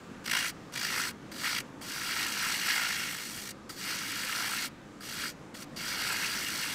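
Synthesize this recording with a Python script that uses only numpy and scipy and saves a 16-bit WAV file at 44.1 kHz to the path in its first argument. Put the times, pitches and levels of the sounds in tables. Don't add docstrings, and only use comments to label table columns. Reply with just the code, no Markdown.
import sys
import numpy as np
from scipy import signal
from scipy.io import wavfile
from scipy.ndimage import uniform_filter1d

SR = 44100
rng = np.random.default_rng(int(sys.argv[2]) if len(sys.argv) > 2 else 0)


def log_audio(samples):
    frames = np.atleast_2d(samples).T
    limited = np.clip(frames, -1, 1)
    pcm = np.round(limited * 32767).astype(np.int16)
    wavfile.write(sys.argv[1], SR, pcm)


def volts(x):
    e = np.asarray(x, float) / 20
    return 10 ** e


N = 297234
T = np.arange(N) / SR
SPINDLE_HZ = 54.0


def unit(x):
    return x / np.sqrt(np.mean(x ** 2))


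def walk(rate_hz):
    hold = int(SR / rate_hz)
    steps = np.repeat(rng.standard_normal(N // hold + 1), hold)
    slewed = uniform_filter1d(uniform_filter1d(steps, hold), hold)
    return unit(slewed[:N])


def swell(start_s, length_s):
    out, i = np.zeros(N), int(start_s * SR)
    u = np.arange(int(6 * length_s * SR)) * 3 / (length_s * SR)
    out[i:i + len(u)] = u * np.exp(1 - u)
    return out


def ring(x, hz, width_hz):
    return signal.lfilter(*signal.iirpeak(hz, hz / width_hz, fs=SR), x)


def noise_band(hz, width_hz, skirt_hz):
    return unit(ring(ring(rng.standard_normal(N), hz, width_hz), hz, skirt_hz))


# f/Hz, density/dB per Hz
LATHE_SPECTRUM = [(20, -11.5), (60, -13), (140, -3.5), (290, -3), (400, -9.5), (700, -16), (1100, -14),
                  (1700, -17.5), (2500, -23.5), (4900, -30.5), (5600, -30.5), (8300, -33.5), (9000, -43.5),
                  (15500, -48)]
# t/s, level/dB
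RUMBLE_LEVEL = [(0.0, -50), (1.4, -50), (3.3, -52), (4.6, -52), (5.6, -51), (6.05, -49.5), (6.74, -50)]
# f/Hz, width/Hz, level/dB
HOUSING_MODES = [(204.5, 35, -59.5), (287, 55, -60), (518, 60, -63), (1210, 32, -67.5), (1583, 66, -72)]
# f/Hz, width/Hz, level/dB
DRIVE_WHINE = [(10800, 40, -89), (11235, 12, -91), (11520, 50, -94)]


def lathe():
    hz_points, db_points = np.transpose(LATHE_SPECTRUM)
    rumble = 0
    for hz in 20 * 2 ** np.arange(0, 9.7, 1 / 4):
        density_db = np.interp(np.log(hz), np.log(hz_points), db_points)
        band_db = density_db + 10 * np.log10(hz) + 1.5 * walk(10)
        rumble = rumble + volts(band_db) * noise_band(hz, hz / 3.63, hz / 3.63)
    rumble_db = np.interp(T, *np.transpose(RUMBLE_LEVEL)) + 2.52 + 0.5 * walk(13)
    out = unit(rumble) * volts(rumble_db)
    for hz, width_hz, db in HOUSING_MODES + DRIVE_WHINE:
        flicker_hz = 9 if hz > 5000 else 25
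        out = out + volts(db + 2.6 * walk(flicker_hz)) * noise_band(hz, width_hz, 3 * width_hz)
    return out


def shop(x):
    t60_s, first_echo_s = 0.33, 0.004
    t = T[:SR // 2]
    dull = signal.lfilter([1], [1, -0.6], rng.standard_normal(len(t)))
    tail = dull * volts(-60 * t / t60_s) * (t > first_echo_s)
    return signal.fftconvolve(x, tail / np.linalg.norm(tail))[:N]


def fibres(scatter_db):
    return unit(rng.standard_normal(N) * volts(scatter_db * rng.exponential(size=N)))


def body(x, modes, pressure_db=0, wander_db=0):
    out = 0
    for k, (hz, width_hz, db, slope) in enumerate(modes):
        mode_db = db + slope * pressure_db
        if wander_db:
            mode_db = mode_db + wander_db * walk(20)
        out = out + (-1) ** k * ring(ring(volts(mode_db) * x, hz, width_hz), hz, 4 * width_hz)
    return out


# high spot at touch/turns, creep/turns per s, end grain/turns, creep/turns per s, deep knock/turns
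SPOTS_BY_PASS = [(.15, -1.2, .08, .1, .03), (0, -.1, -.12, .27, -.2), (-.4, .4, .09, .15, -.45),
                 (-.27, -.63, -.04, -.24, -.03), (-.7, .45, -.18, .23, -.07), (-.92, .3, .25, .08, -.22),
                 (-1.08, -.8, .2, -1.4, -.28), (-1, .2, .07, .16, -.35)]
# mid t/s, half length/s, extra depth/1
LOW_SIDE_SKIPS = [
    (.28, 0.07, 0.61),
    (.76, 0.088, .5),
    (1.594, 0.067, 0.25),
    (2.274, 0.054, 0.31),
    (3.2, 0.21, 0.097),
    (3.5, .1, 0.33),
    (6.45, .15, 0.089),
]
THROB_FOLLOW = [0.85, 0.83, 0.63, 0.43, 0.63]
JOINT_KNOCK = [0.072, .01, 0.011, 0.55, .01]


def throb():
    steady_once, twice = 0.16, 0.14
    starts = np.array([table[0][0] for table in PASS_PRESSURE])
    k = np.maximum(np.searchsorted(starts, T + 0.01) - 1, 0)
    high, high_creep, grain, grain_creep, joint = np.transpose(SPOTS_BY_PASS)[:, k]
    since_s, turn = T - starts[k], SPINDLE_HZ * T
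    once = steady_once + sum(depth * np.exp(-((T - mid_s) / half_s) ** 2)
                             for mid_s, half_s, depth in LOW_SIDE_SKIPS)
    swing = once * np.cos(2 * np.pi * (turn - high - high_creep * since_s))
    swing = swing + twice * np.cos(4 * np.pi * (turn - grain - grain_creep * since_s))
    boom = np.cos(2 * np.pi * (turn - joint)) - 0.35
    level_trim = 0.81 * (once ** 2 + twice ** 2)
    return np.exp(np.outer(THROB_FOLLOW, swing) + np.outer(JOINT_KNOCK, boom) - level_trim)


# first t/s, count/turns, first peak/dB, change/dB per turn, brightness/dB
HIGH_SPOT_CATCHES = [(0.255, 3, -24, 0.8, -1), (0.3105, 4, -14, -0.1, -0.5), (0.756, 4, -22, -1, -10),
                     (0.826, 2, -23, 4, 2), (1.424, 1, -34, 0, 0), (1.455, 2, -19.5, -3, -9),
                     (1.561, 2, -19, 2, -3), (2.188, 1, -21, 0, -2), (2.2255, 1, -17, 0, 0),
                     (2.2625, 1, -21, 0, -7), (2.656, 1, -23, 0, 7), (3.3725, 3, -23.5, -7, 2),
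                     (3.468, 1, -27, 0, 2), (3.487, 1, -30, 0, 4), (3.505, 1, -35.5, 0, 12.5)]


def catches():
    out = np.zeros((2, N))
    for start_s, turns, db, step_db, bright_db in HIGH_SPOT_CATCHES:
        for k in range(round(turns)):
            peak_db = db + k * step_db - 19 + np.array([[0], [bright_db]])
            out += volts(peak_db) * swell(start_s + k / SPINDLE_HZ, length_s=0.01)
    return out


def touch(t, s, fade_db_s):
    onset = np.clip((t - s[0]) / TOUCH_S + 0.5, 0, 1)
    return onset * volts(-fade_db_s * np.maximum(t - s[-1], 0))


# t/s, level/dB
PASS_PRESSURE = [
    [(0.241, -57), (0.262, -42), (0.3, -39), (0.36, -36.5), (0.488, -38.5), (0.506, -46)],
    [(0.722, -58), (0.738, -43.5), (0.766, -37.5), (0.89, -38.5), (0.998, -36), (1.095, -42),
     (1.109, -47.5)],
    [(1.315, -55), (1.393, -46), (1.425, -42.5), (1.445, -37.5), (1.565, -38), (1.603, -41), (1.612, -49)],
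    [(1.812, -51), (1.92, -42), (2.247, -36.5), (2.339, -39), (2.459, -36), (2.64, -39), (2.69, -33),
     (2.87, -36), (3.514, -49)],
    [(3.693, -47), (3.75, -58), (3.794, -44.5), (3.9, -38.5), (4.014, -41.5), (4.39, -38.5), (4.654, -39.5),
     (4.679, -49.5)],
    [(5.005, -61), (5.035, -48), (5.243, -39.5), (5.295, -44.5), (5.327, -63)],
    [(5.542, -48.5), (5.58, -54), (5.628, -47), (5.641, -53)],
    [(5.762, -47), (5.892, -39), (5.944, -41), (6.096, -37), (6.2, -39.5), (6.252, -36.5), (6.32, -40),
     (6.568, -39.5), (6.74, -38.5)],
]
# touch tick/dB, shank song after it/dB
PASS_TOUCHES = [(-15, -1), (-1, -3), (3, 8), (-11, 5), (-1, 6), (2, 3), (-6, .5), (-13, 10.5)]
# level over blank/dB, gain/dB per dB pressure, lift fade/dB per s, tick/dB
PART_LEVELS = [(-1, 0, 900, -49), (-0.5, -0.2946, 1500, -60), (-3.5, -0.26, 2000, -58),
               (-4.5, 0.18, 900, -45), (-9, -0.04, 1500, -46)]
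# t/s, brightness/dB
WRIST_ROLL = [(0.3, 0), (0.36, -0.5), (0.49, 0.2), (0.85, -1), (1.09, .5), (1.5, -.5), (2.25, -.5),
              (2.6, 1), (2.8, -1), (3.3, 0.9), (3.5, 2.5), (3.94, -1.1), (4.4, 0.5), (4.65, 1.5),
              (5.25, -0.7), (6.1, -0.1), (6.35, 1), (6.7, 0.5)]
ROLL_FOLLOW = [0.035, 0.35, 1.3, -0.6, -0.38]
# mid t/s, half length/s, bite/dB, shank/dB
FLUTE_DIGS = [(0.35, 0.023, 7, -5), (.77, 0.046, -5, 4), (.84, 0.026, 2, 10), (1.063, .04, 3, .5),
              (1.35, .05, 3, 0), (1.447, .03, 4, .3), (2.008, 0.1, 2, 3), (2.46, 0.056, 2, .3),
              (2.996, 0.11, 0.5, -12), (3.45, 0.049, -3, -3), (4.437, 0.13, 4.5, -1), (5.26, .05, 1.5, 4),
              (6.108, 0.26, 3, 1), (6.328, 0.031, 2.5, 11.5), (6.6, 0.058, 1, 2)]
MIDDLE_DB, TOUCH_S, TICK_S = -44, 0.007, 0.0066
SONG_S = 0.12


def pressure():
    gains, pressure_db = np.zeros((5, N)), np.zeros(N)
    over_db, slope, fade_db_s, tick_db = np.transpose(PART_LEVELS)[:, :, None]
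    for table, (touch_db, song_db) in zip(PASS_PRESSURE, PASS_TOUCHES):
        s, db = np.transpose(table)
        on = (T > s[0] - TOUCH_S) & (T < s[-1] + 0.08)
        t = T[on]
        blank_db = np.interp(t, s, db)
        roll_db = np.interp(t, *np.transpose(WRIST_ROLL)) * np.c_[ROLL_FOLLOW]
        part_db = blank_db + over_db + slope * (blank_db - MIDDLE_DB) + roll_db
        part_db[-1] += song_db * np.exp(-np.maximum(t - s[0], 0) / SONG_S)
        for mid_s, half_s, bite_db, shank_db in FLUTE_DIGS:
            part_db[-2:] += np.c_[[bite_db, shank_db]] * np.exp(-((t - mid_s) / half_s) ** 2)
        tick = volts(tick_db + touch_db) * swell(s[0], TICK_S)[on]
        gains[:, on] = touch(t, s, fade_db_s) * volts(part_db) + tick
        pressure_db[on] = np.clip(blank_db - MIDDLE_DB, -14, 10)
    return gains, pressure_db


# f/Hz, width/Hz, level/dB, slope/dB per dB pressure (below 0: sings in a light touch)
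BLANK_MODES = [(1856, 218, 1.5, 0.28), (2159, 129, 0.5, 0.3), (2317, 110, 1, 0.17), (2500, 77, -4, 0.71),
               (2802, 184, 1.5, 0.23), (3312, 158, -2.5, 0)]
TOOL_MODES = [(3740, 1000, -3, 0.2), (4434, 350, 2.5, 0.29), (5135, 370, -1, 0.24), (5844, 420, 0.5, 0.098),
              (6800, 920, -4.5, -0.032)]
HISS_MODES = [(7150, 670, -6.5, .01), (7875, 380, 5.5, 0.11), (8770, 1830, -1, .01),
              (10770, 1300, -3.5, 0.027), (11830, 900, -0.5, 0.023), (13350, 570, -3, .01),
              (13800, 700, -1.5, .01), (15000, 700, -7.5, .01)]
BITE_MODES = [(822, 365, -14, 0.19), (996, 138, -8.5, 0.3), (1374, 175, 0.5, 0.011), (1683, 134, -2, .01)]
SHANK_MODES = [(4624, 130, -1.3, .01), (4850, 115, -0.74, .01)]


def gouge():
    gains, pressure_db = pressure()
    low, high = catches()
    caught = [low, volts(-2.5) * high, volts(-6.5) * high, volts(-5) * low, volts(-9) * high]
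    gains = np.hypot(gains * throb(), caught)
    gains *= volts(0.6 * walk(300))
    parts = (BLANK_MODES, TOOL_MODES, HISS_MODES, BITE_MODES, SHANK_MODES)
    wanders_db = (1.4, 1.07, 0.6, 0.43, 0.47)
    out = 0
    for gain, modes, wander_db in zip(gains, parts, wanders_db):
        tear, chips = fibres(scatter_db=1.95), volts(1.1 * walk(160))
        ringing = body(gain * chips * tear, modes, pressure_db, wander_db)
        out = out + ringing / np.std(body(tear[:SR], modes))
    return out


def scene():
    cut = gouge()
    return np.tile(cut + volts(-31.5) * shop(cut) + lathe(), (2, 1))


def low_pass(x):
    return signal.sosfilt(signal.butter(12, 16280, fs=SR, output="sos"), x)


def record(dry):
    top = signal.ellip(14, 0.2, 70, 15740, fs=SR, output="sos")
    return low_pass(signal.sosfilt(top, dry))


dry = scene()
out = record(dry)
log_audio(out)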